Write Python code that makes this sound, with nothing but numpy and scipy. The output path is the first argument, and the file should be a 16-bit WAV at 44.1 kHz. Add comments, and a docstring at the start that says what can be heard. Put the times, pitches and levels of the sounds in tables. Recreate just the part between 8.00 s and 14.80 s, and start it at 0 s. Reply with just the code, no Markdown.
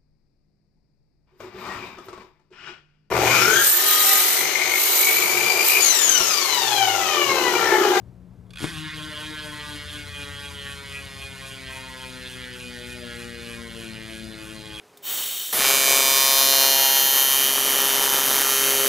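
"""Coasting bicycle wheel

A wheel is flung round by hand and coasts in a quiet workshop while the other hand holds the freehub.
Three pawls snap over a 36-tooth ratchet: impulses excite decaying modes of rim, spokes and hub shell, louder
or softer by wheel angle. The rim also answers with steady tones at multiples of the tooth rate. A low hum
follows the wheel, a short reverberation the snaps and knocks; mains hum and filtered-noise ventilation lie below.
One microphone feeds both channels through different tone filters."""
import sys
import numpy as np
from scipy import signal
from scipy.fft import rfft, irfft
from scipy.io import wavfile

SR = 44100
rng = np.random.default_rng(int(sys.argv[2]) if len(sys.argv) > 2 else 0)


def file_out(sig):
    """Save sig as 16-bit WAV at sys.argv[1]."""
    # one column per channel
    cols = np.atleast_2d(sig).T
    # limit, then scale
    lim = np.clip(cols, -1, 1)
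    pcm = np.round(lim * 32767).astype(np.int16)
    wavfile.write(sys.argv[1], SR, pcm)


N = 299861   # samples

TEETH = 36   # on the ratchet
# Speeding up under the hand: (time [s], tooth rate [1/s])
THROW_SPEED = [(0.505, 29), (0.546, 45), (0.564, 69), (0.577, 75), (0.588, 120), (0.6, 110), (0.62, 145),
               (0.68, 180)]
# Waxing and waning of the rim: (time [s], ringing near 900 Hz [dB], ringing near 1170 Hz [dB],
# drone above 700 Hz [dB])
RIM_WAXING = [(0.7, 2, 7, -1), (0.95, -6, 0.5, -9), (1.2, -0.5, -1, -16), (2.1, -2, 2, -4),
              (3.0, 3.5, 4, -9), (3.8, 3, -3, 1.5), (4.4, 4, -4, -3), (5.2, -11, 0, 1),
              (6.0, -2.5, -4.5, 0), (6.8, 4, 1.5, 6)]
THROW_START_S, THROW_END_S = THROW_SPEED[0][0], THROW_SPEED[-1][0]
TIME_S = np.arange(N) / SR


def amp(db):
    """Amplitude ratio of a level: 20 dB is a factor of ten."""
    return 10 ** (np.asarray(db) / 20)


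def rms_one(x):
    """Normalization of the mean power to one."""
    return x / np.sqrt(np.mean(x ** 2) + 1e-20)


def in_time(rows):
    """Linear interpolation of a table's columns at every sample."""
    s, *columns = np.transpose(rows)
    return [np.interp(TIME_S, s, c) for c in columns]


def at_hz(points, hz):
    """Interpolation of a table's columns over log frequency at moving pitches."""
    f, *columns = np.transpose(points)
    return [np.interp(np.log(hz), np.log(f), c) for c in columns]


def on_bins(points):
    """Interpolation of a (frequency, value) table over log frequency on the FFT bins."""
    bin_hz = np.maximum(np.arange(N // 2 + 1) * SR / N, 1)
    return at_hz(points, bin_hz)[0]


def drift(rate_hz):
    """Random wander of rms 1: white noise through a critically damped low-pass."""
    step = 40   # samples between drawn points
    r = np.exp(-2 * np.pi * rate_hz * step / SR)
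    noise = rng.standard_normal(N // step + 2002)
    slow = signal.lfilter([1], [1, -2 * r, r * r], noise)[2000:]   # start-up discarded
    return np.interp(np.arange(N) / step, np.arange(len(slow)), rms_one(slow))


def place(at, sizes):
    """Impulses at fractional positions, each split linearly between the two nearest samples."""
    at = np.clip(at, 0, N - 2)
    whole = at.astype(int)
    part = at - whole
    return np.bincount(whole, sizes * (1 - part), N) + np.bincount(whole + 1, sizes * part, N)


def ring(clicks, hz, t60):
    """Damped resonator: a unit impulse excites a decaying sine of initial height 1."""
    r, w = amp(-60 / (t60 * SR)), 2 * np.pi * hz / SR
    return signal.lfilter([0, np.sin(w)], [1, -2 * r * np.cos(w), r * r], clicks + 1e-18)


def tooth_rate():
    """Angular speed as teeth per second: spin-up by the hand, then a slowing coast."""
    # The holding hand rocks the freehub to and fro: (time [s], tooth rate [1/s])
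    coast_speed = [(0.746, 154.7), (0.76, 154.1), (0.843, 155.5), (0.895, 153.7), (0.941, 154.8),
                   (1.006, 152.1), (1.072, 153.9), (1.156, 150.0), (1.184, 150.5), (1.235, 152.7),
                   (1.326, 153.6), (1.387, 152.1), (1.453, 151.3), (1.506, 149.5), (1.565, 150.2),
                   (1.626, 148.4), (1.772, 147.6), (1.887, 147.6), (1.962, 148.2), (2.022, 146.4),
                   (2.173, 143.8), (2.263, 143.1), (2.304, 143.2), (2.346, 142.6), (2.458, 142.6),
                   (2.555, 141.7), (2.626, 140.4), (2.669, 140.2), (2.725, 140.6), (2.805, 140.0),
                   (2.856, 138.9), (2.926, 138.0), (2.977, 138.5), (3.13, 135.4), (3.267, 136.5),
                   (3.417, 134.1), (3.514, 134.1), (3.566, 133.7), (3.679, 131.2), (3.777, 131.3),
                   (3.846, 130.6), (3.916, 129.4), (4.061, 128.8), (4.162, 127.7), (4.209, 126.6),
                   (4.305, 126.3), (4.359, 127.0), (4.389, 127.0), (4.51, 124.6), (4.654, 123.6),
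                   (4.713, 122.5), (4.803, 121.7), (4.949, 122.7), (5.089, 119.2), (5.265, 119.1),
                   (5.382, 117.6), (5.492, 117.5), (5.552, 116.8), (5.62, 116.6), (5.724, 114.6),
                   (5.812, 113.8), (5.911, 110.7), (5.973, 109.7), (6.198, 110.9), (6.299, 109.9),
                   (6.399, 108.4), (6.482, 108.0), (6.555, 108.3), (6.647, 107.3), (6.759, 106.5),
                   (6.8, 106.3)]
    return in_time(THROW_SPEED + coast_speed)[0]


def teeth_passed():
    """Angle as the time integral of speed, in teeth since the throw began."""
    return np.cumsum(tooth_rate() * (TIME_S >= THROW_START_S)) / SR


def freehub(teeth, turns):
    """Ratchet excitation: every tooth's pawl impulses set hub shell, rim and pawls sounding."""
    # Levels before the slow-speed loss; the grip on the axle shifts them: (time [s], hub level [dB],
    # ringing near 2.5 kHz [dB], ringing near 3.3 kHz [dB], rim level [dB], hub tilt [dB/octave]);
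    # of the two ringings only the departure from their mean counts
    snap_levels = [(0.5, -41, -15, -12, -52, 0), (0.56, -39, -9, -8, -52, 0),
                   (0.62, -39, -16, -7, -52, -1.5), (0.72, -42.5, -15, -9, -52, -2.5),
                   (0.88, -37, -15, -14, -51.5, -1.5), (1.05, -39, -21, -8, -49.5, -3.5),
                   (1.25, -39, -10, -5, -49, -1.5), (1.45, -40, -13, -7, -52.5, -3),
                   (1.63, -37.5, -12, -12.5, -47, -2), (1.85, -40, -20, -7, -60, -2),
                   (1.99, -37.5, -7, -7, -56, -3), (2.06, -43.5, -15, -4, -53.5, -2),
                   (2.2, -40.5, -6.5, -1, -49.5, -3), (2.34, -41.5, -20, -6, -50, -4),
                   (2.45, -40, -12, -4, -51, -1), (2.65, -43, -6, -4.5, -52.5, -3),
                   (2.88, -40, -16, -15, -52.5, -2.8), (2.96, -41, -1, -11, -52, -3),
                   (3.05, -39, -18, -24, -51, -1.5), (3.22, -41, -10, -11, -54.5, -.9),
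                   (3.45, -42, -9.5, -8.5, -55, -2.7), (3.64, -41, -5, -6.5, -59, -0.5),
                   (3.72, -41, -8.5, -12, -48.5, -5), (3.93, -40.5, -12.5, -10, -52.5, -1),
                   (4.2, -40, -11, -12, -57, -2.5), (4.45, -39, -10, -14.5, -55, -2),
                   (4.58, -41, -8, -19, -53, -5.5), (4.72, -39, -12, -8, -60, 0),
                   (4.89, -40.5, -8, -18, -68, -1.5), (5.08, -39, -17, -13, -57, -2.5),
                   (5.2, -41, -11, -10, -60, -3), (5.36, -39, -16, -23, -65, -1.5),
                   (5.47, -41, -5.5, -17, -55, -0.5), (5.65, -40.5, -26, -14, -54, -2),
                   (5.85, -41.5, -8, -10.5, -55, -2), (6.07, -41, -9, -18, -58, -2.5),
                   (6.17, -40, -12, -12, -65, -2.5), (6.38, -41.5, -10, -28, -52.5, 0),
                   (6.5, -44.5, -7.5, -1, -55.5, -3.5), (6.62, -41, -10, -12, -56, 4.5),
                   (6.7, -42, -15, -0.5, -65, -1.5), (6.8, -43, -5, -2, -51, -4.5)]
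    hub_db, ring_2500_db, ring_3300_db, rim_db, tilt_db = in_time(snap_levels)
    snaps = pawl_snaps(teeth, turns, runout_s=.00004, spread_s=.00011, jitter_s=.000008)
    rattle = chatter(snaps, decay_s=0.0058)
    hub = hub_shell(snaps, rattle, turns, hub_db, ring_2500_db, ring_3300_db, tilt_db)
    rim = rim_rings(snaps, turns)
    tick = pawl_tick(snaps, rattle, turns)
    # below 73 teeth per second the pawls drop softer, by 8 dB per octave of speed
    slow_db = 8 * np.minimum(np.log2(tooth_rate() / 73), 0)
    return amp(slow_db) * (amp(hub_db) * hub + amp(rim_db) * rim + tick)


def pawl_snaps(teeth, turns, runout_s, spread_s, jitter_s):
    """Eccentric ratchet: sample and force of each drop, early and late once a turn by its runout."""
    # The three pawls: (drop lag before stretching [s], force [dB], phase of its runout [rad])
    pawl_drops = [(0.0001, 1.5, 0.059), (0.0011, 8, 0.092), (0.0020, -13.5, 4.2)]
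    first = np.searchsorted(teeth, np.arange(1e-6, teeth[-1]))   # first sample of each tooth
    angle = 2 * np.pi * turns[first]
    rate = tooth_rate()[first]
    leading = runout_s * (1 + np.cos(angle + 1.6))
    stretch = np.clip(105 / rate, 1, 1.8)   # the drops spread apart below 105 teeth per second
    late = [leading + lag_s * stretch + spread_s * np.cos(angle + phase) for lag_s, _, phase in pawl_drops]
    # timing is looser up to and just after the end of the throw
    loose = 1 + 4.0 * np.exp(-np.maximum(first / SR - THROW_END_S, 0) / .2)
    late = late + jitter_s * loose * rng.standard_normal((len(first), 3)).T
    force = np.repeat(amp(np.array(pawl_drops)[:, 1]), len(first))
    exact = first - (teeth[first] % 1) * SR / rate
    return np.clip(exact + late * SR, 0, N - 2).ravel(), force


def chatter(snaps, decay_s):
    """Contact rattle: each drop starts an exponentially decaying burst of random micro-clicks."""
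    r = np.exp(-1 / (decay_s * SR))
    return signal.lfilter([1], [1, -r], place(*snaps)) * rng.standard_normal(N)


def struck(modes, snaps, turns, scatter_db, wander_db, tilt_db=None, shifts=()):
    """Modal superposition: snaps excite all modes by wheel angle, tilt, shifts, slow wander and chance."""
    exact, force = snaps
    at = exact.astype(int)
    pivot_hz = modes[len(modes) // 2][0]
    out = np.zeros(N)
    for k, (hz, level_db, t60, swing_db, lobes, loudest) in enumerate(modes):
        strength_db = level_db + swing_db * np.cos(2 * np.pi * lobes * (turns[at] - loudest))
        if tilt_db is not None:
            strength_db = strength_db + tilt_db[at] * np.log2(hz / pivot_hz)
        for shift_db, centre_hz, octaves in shifts:
            nearness = np.exp(-(np.log2(hz / centre_hz) / octaves) ** 2)
            strength_db = strength_db + shift_db[at] * nearness
        strength_db = strength_db + scatter_db * rng.standard_normal(len(at)) + wander_db * drift(15.0)[at]
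        # each mode radiates from a moving spot: its delay wanders by 60 microseconds rms
        path = .00006 * SR * (3 + np.clip(drift(8.5)[at], -3, 3))
        clicks = place(exact + path, force * amp(strength_db))
        out += (-1) ** k * ring(clicks, hz, t60)   # alternate modes in opposite polarity
    return rms_one(out)


def hub_modes():
    """Normal modes of the shell, turning with the wheel."""
    # (frequency [Hz], relative level [dB], t60 [s], swing [dB], swings per turn, loudest angle [turns])
    shell_modes = [(1430, -0.5, 0.02, 2.2, 1, 0.52), (1522, -2.5, 0.029, 2.7, 1, 0.4),
                   (1649.5, -8.5, 0.046, 1.4, 1, 0.27), (1704, 0, 0.009, 0.73, 1, 1),
                   (1908, -1, 0.0086, 3.6, 1, 0.88), (2216, -10, 0.033, 3.4, 1, 0.83),
                   (2462, -4.5, 0.057, 3.56, 1, 0.35), (2550, -4, 0.023, 5.9, 1, 0.28),
                   (2870, -8.5, 0.021, 2.6, 1, 0.38), (3289, -3, 0.03, 3.2, 1, 0.25),
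                   (3224, -0.5, 0.0067, 0.71, 1, 0.22), (3508, -1.5, 0.032, 1.7, 1, 0.11),
                   (3570, 2.5, 0.0025, 0.77, 1, 0.25), (3820, -12.5, 0.034, 0.88, 1, 0.48),
                   (4225, -9, 0.032, 0.36, 2, 0.6), (4520, -8.5, 0.041, 1.5, 2, 0.59),
                   (4840, -12.5, 0.024, 2.2, 2, 0.67), (5153, -21.5, 0.077, 0.52, 1, 0.95)]
    return shell_modes


def hub_shell(snaps, rattle, turns, hub_db, ring_2500_db, ring_3300_db, tilt_db):
    """Modal ringing of the shell; being small, it radiates no lows."""
    # Low ringing near 1.7 kHz, of which the departure from its median against the hub counts:
    # (time [s], level [dB])
    low_ringing = [(0.5, -57), (0.64, -40.5), (0.8, -47), (0.89, -37.5), (1.04, -42.5), (1.18, -40.5),
                   (1.22, -43), (2.29, -46.5), (2.31, -43.5), (2.64, -49), (2.66, -44.5), (2.76, -50),
                   (4.04, -46), (4.1, -55), (4.13, -47), (4.53, -46.5), (4.68, -55), (4.71, -43),
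                   (4.97, -50), (5.04, -45), (5.99, -49), (6.15, -49.5), (6.24, -50), (6.45, -45.5),
                   (6.57, -48), (6.8, -50)]
    modes = hub_modes()
    low_db = in_time(low_ringing)[0] - hub_db
    shifts = [(ring_2500_db - ring_2500_db.mean(), 2460, .05),
              (ring_3300_db - ring_3300_db.mean(), 3280, .05),
              (np.clip(low_db - np.median(low_db), -8, 8), 1620, .24)]
    rough = sum(amp(db) * ring(rattle, hz, t60) for hz, db, t60, *_ in modes)
    hub = struck(modes, snaps, turns, scatter_db=1.15, wander_db=2.1, tilt_db=tilt_db, shifts=shifts)
    # the throw shakes the pawls harder: the rattle swells by 20 dB around 0.637 s
    jolt_db = 20 * np.exp(-np.abs(TIME_S - .637) / np.where(TIME_S < .637, .03, .24))
    hub = hub + amp(jolt_db - 19) * rms_one(rough)
    return signal.sosfilt(signal.butter(4, 1300, "high", fs=SR, output="sos"), hub)


def rim_rings(snaps, turns):
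    """Modal ringing of the rim, whose mode levels turn with the wheel."""
    # (frequency [Hz], relative level [dB], t60 [s], swing [dB], swings per turn, loudest angle [turns])
    rim_modes = [(156.4, -12, 0.56, 4.5, 1, 0.33), (603, -10, 0.013, -12, 1, 1),
                 (903, -2, 0.069, 4, 2, 0.27), (1056.6, -0.5, 0.075, 9, 4, 0.094),
                 (1176, 5, 0.025, 4, 1, 0.26)]
    ring_900_db, ring_1170_db, _ = in_time(RIM_WAXING)
    shifts = [(ring_900_db, 903, .05), (ring_1170_db, 1170, .05)]
    return struck(rim_modes, snaps, turns, scatter_db=.7, wander_db=2.6, shifts=shifts)


def pawl_tick(snaps, rattle, turns):
    """Impact spectrum: bright, short modes and rattle, limited above by the contact time."""
    # (frequency [Hz], relative level [dB], t60 [s], swing [dB], swings per turn, loudest angle [turns])
    tick_modes = [(5980, 14.5, 0.00068, 0.57, 1, 0.23), (6730, -16.5, 0.074, 2, 1, 0.49),
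                  (7250, -2.5, 0.0055, 1.7, 1, 0.47), (8490, 3, 0.0038, 7.6, 1, 0.29),
                  (9810, 13, 0.0015, 8.6, 1, 0.4), (11220, -8, 0.0054, 24, 1, 0.28),
                  (11700, -32, 0.0038, 3.5, 1, 0.4)]
    fizz = sum(amp(db) * ring(rattle, hz, t60) for hz, db, t60, *_ in tick_modes)
    # openings between the spokes sweep past the microphone, with parts once and twice a turn
    once_db = 1.6 * np.cos(2 * np.pi * (turns - .37))
    twice_db = 0.2 * np.cos(4 * np.pi * (turns - .3))
    facing = amp(once_db + twice_db + 1.02 * drift(24.0))
    tick = struck(tick_modes, snaps, turns, scatter_db=1.2, wander_db=.8) + amp(8.5) * rms_one(fizz)
    # a contact lasts too long to reach higher
    tick = signal.sosfilt(signal.butter(2, 12500, fs=SR, output="sos"), tick)
    jolt_db = 10.5 * np.exp(-np.abs(TIME_S - .637) / .045)   # the throw shakes the pawls harder
    settle_db = -5 * np.exp(-((TIME_S - 0.9) / 0.12) ** 2)   # the treble dips briefly after the throw
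    return amp(-49.5 + jolt_db + settle_db) * rms_one(facing * tick)


def rim_drone(teeth, turns):
    """Forced vibration: the rim answers at 1 to 8 times the tooth rate, as willingly as each pitch allows."""
    # Rim response: (frequency [Hz], rms level [dB], swing once a turn [dB], swing twice a turn [dB],
    # reference angle of both swings [turns])
    rim_answer = [(135.04, -99, -8, 4, 0.54), (153, -69, 1.5, 2, 0.62), (156.6, -62, -7, 9, 0.5),
                  (153.8, -47, -2, -6, 0.57), (159, -54, 6, -7, 0.83), (170, -70, 0.1, 0.1, .6),
                  (211, -57.5, 5.5, 1, 0.6), (222.7, -44, 2, 0.5, 0.73), (246, -47, 3, -0.5, 0.62),
                  (267.2, -57.5, 5, -2, 0.75), (278.4, -66.5, 3, -2, 0.59), (295.2, -51, 8, -1, 0.48),
                  (304.5, -47, 5, 2, 0.62), (329, -46, -1.5, -1, 0.94), (365, -51, 0.5, 0, 0.58),
                  (405.5, -57.5, 2, 1, 0.52), (418, -52, -1.5, -1.5, 0.36), (449.6, -58, -0.5, 3, 0.46),
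                  (456.7, -58.5, 0, 10, 0.2), (465.4, -47, -1, -1.5, 0.54), (536, -57, 0, 0.5, 0.71),
                  (600, -55.5, 0.5, -1, 0.29), (602, -46.5, 0.5, 3, 0.25), (620.7, -71, -2, 7, 0.83),
                  (647, -60.5, -1, -1, 0.28), (658, -56, 3.5, -1, 0.33), (692, -67, 1.5, 4, 0.37),
                  (697, -75.5, -11, 1, 0.32), (770, -71, -0.5, -1, 0.26), (857, -63.5, 6.5, -5, 0.37),
                  (853.6, -58.5, 4.5, 2, 0.28), (906, -75, -6, 3, 0.32), (940, -92, 0, 0, 0.31)]
    upper_db = in_time(RIM_WAXING)[2]
    out = np.zeros(N)
    for multiple in range(1, 9):
        hz = multiple * tooth_rate()
        db, once_db, twice_db, loudest = at_hz(rim_answer, hz)
        angle = 2 * np.pi * (turns - loudest)
        db = db + once_db * np.cos(angle) + twice_db * np.cos(2 * angle) + 2 * drift(9.6)
        db = db + upper_db * np.clip((hz - 680) / 40, 0, 1)
        start_s = THROW_END_S + 0.25 * (multiple > 2)   # tones above the lowest two set in later
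        rise = np.clip((TIME_S - start_s) / 0.054, 0, 1)
        out += rise * amp(db) * np.cos(2 * np.pi * multiple * (teeth - .2))
    return np.sqrt(2) * out


def release():
    """Impact excitation: fingers knock the rim, a soft contact being a low-passed impulse."""
    # Fingers on the rim: (time [s], push [dB], contact softness as corner frequency [Hz])
    finger_knocks = [(0.4673, -56, 8800), (0.496, -54, 9000), (0.6064, -33, 9540), (0.618, -25, 450),
                     (0.628, -22, 489), (0.6351, -28.5, 600), (0.6426, -16.5, 5000), (0.6489, -24, 900)]
    # Modes they excite: (frequency [Hz], level for a unit push [dB], t60 [s])
    knock_modes = [(159.6, -23.5, 0.94), (330, 2.5, 0.018), (530, 3.5, 0.0028), (1000, -9, 0.013),
                   (1400, -8, 0.0092), (2150, -7.5, 0.016), (3400, -6, 0.016), (9600, 0, 0.004)]
    t = np.arange(400) / SR
    pushes = np.zeros(N)
    for s, knock_db, soft_hz in finger_knocks:
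        contact = t * np.exp(-2 * np.pi * soft_hz * t)
        start = int(s * SR)
        pushes[start:start + 400] -= amp(knock_db) * contact / contact.sum()
    return sum(amp(db) * ring(pushes, hz, t60) for hz, db, t60 in knock_modes)


def spoke_hum(turns):
    """Rotational tone at 21 pulses a turn, probably the spokes fanning the microphone."""
    # Loudest as it sinks past 85 Hz: (frequency [Hz], mean peak level [dB])
    spoke_level = [(62, -63), (65, -48.5), (71, -51.5), (76, -55), (80, -49), (83, -43.5), (85, -40),
                   (87.5, -53.5), (89.5, -49), (100, -73)]
    pulses = 21
    wobble_rad = 1.56 * drift(3.2)
    level_db, = at_hz(spoke_level, pulses * tooth_rate() / TEETH)
    gain = amp(level_db + 3.4 * drift(10.5)) * (TIME_S > THROW_END_S)
    return gain * np.sin(2 * np.pi * pulses * turns + wobble_rad)


def reverb(x, t60_s, wall_hz, sway_per_s):
    """Convolution with decaying noise; wheel and microphone sway, so three such answers take turns."""
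    t = np.arange(SR // 2) / SR
    tails = rng.standard_normal((3, len(t))) * amp(-60 * t / t60_s) * (t > .004)
    tails = signal.sosfilt(signal.butter(1, wall_hz, fs=SR, output="sos"), tails)
    sway = 2 * np.pi * sway_per_s * TIME_S + drift(sway_per_s)
    out = np.zeros(N)
    for k, tail in enumerate(tails):
        weight = np.sqrt(2 / 3) * np.cos(sway + k * np.pi / 3)   # squares of the three sum to 1
        out += signal.fftconvolve(weight * x, tail / np.sqrt(np.sum(tail ** 2)))[:N]
    return out


def workshop():
    """Spectrally shaped noise for ventilation, and mains harmonics of unsteady level and phase."""
    # Mains hum: (frequency [Hz], peak level before a lift of 0.5 dB [dB])
    mains = [(60, -52), (120, -50), (180, -50.5)]
    # Ventilation spectrum: (frequency [Hz], relative density [dB per Hz])
    air_spectrum = [(15, -48), (25, -8), (122, -2.5), (188, -14.5), (227, -11.5), (399, -17.5), (895, -28),
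                    (2560, -42), (14300, -53.5), (15500, -61)]
    surge_db = drift(.8)
    noise = irfft(rfft(rng.standard_normal(N)) * amp(on_bins(air_spectrum)), N)
    out = amp(-50 + surge_db) * rms_one(noise)
    for hz, db in mains:
        level = amp(db + 0.5 + 2.0 * drift(13.0))
        out += level * np.sin(2 * np.pi * hz * TIME_S + 0.65 * drift(6.4))
    return out


def scene():
    """Superposition of the wheel, its room sound and the background at one microphone."""
    teeth = teeth_passed()
    turns = (teeth - teeth[int(.684 * SR)]) / TEETH   # the wheel angle is zero at 0.684 s
    wheel = freehub(teeth, turns) + release()
    room = amp(-12.5) * reverb(wheel, t60_s=.25, wall_hz=6000, sway_per_s=.9)
    mono = wheel + room + rim_drone(teeth, turns) + spoke_hum(turns) + workshop()
    return np.array([mono, mono])


def record(dry):
    """Complementary channel filters: left bass-heavy and mostly late, right bright; the top is cut."""
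    # (frequency [Hz], left minus right level [dB])
    port_balance = [(60, 6.5), (150, 10.5), (380, 8.5), (950, 3.5), (2380, -1.0), (5980, -4), (15000, -1.5)]
    # (frequency [Hz], phase by which left leads [rad])
    port_phase = [(30, .2), (200, -.2), (600, -0.58), (1380, -0.73), (5860, -0.3), (10000, -0.22),
                  (12500, 0.01), (15000, 0.05)]
    ratio = amp(on_bins(port_balance)) * np.exp(1j * on_bins(port_phase))
    shares = np.array([2 * ratio / (1 + ratio), 2 / (1 + ratio)])   # their mean is 1
    tinted = irfft(rfft(dry) * shares, N)
    tinted = signal.sosfilt(signal.butter(2, 38.0, "high", fs=SR, output="sos"), tinted)   # small capsule
    return signal.sosfilt(signal.cheby2(22, 70, 15700, fs=SR, output="sos"), tinted)


dry = scene()
out = record(dry)
file_out(out)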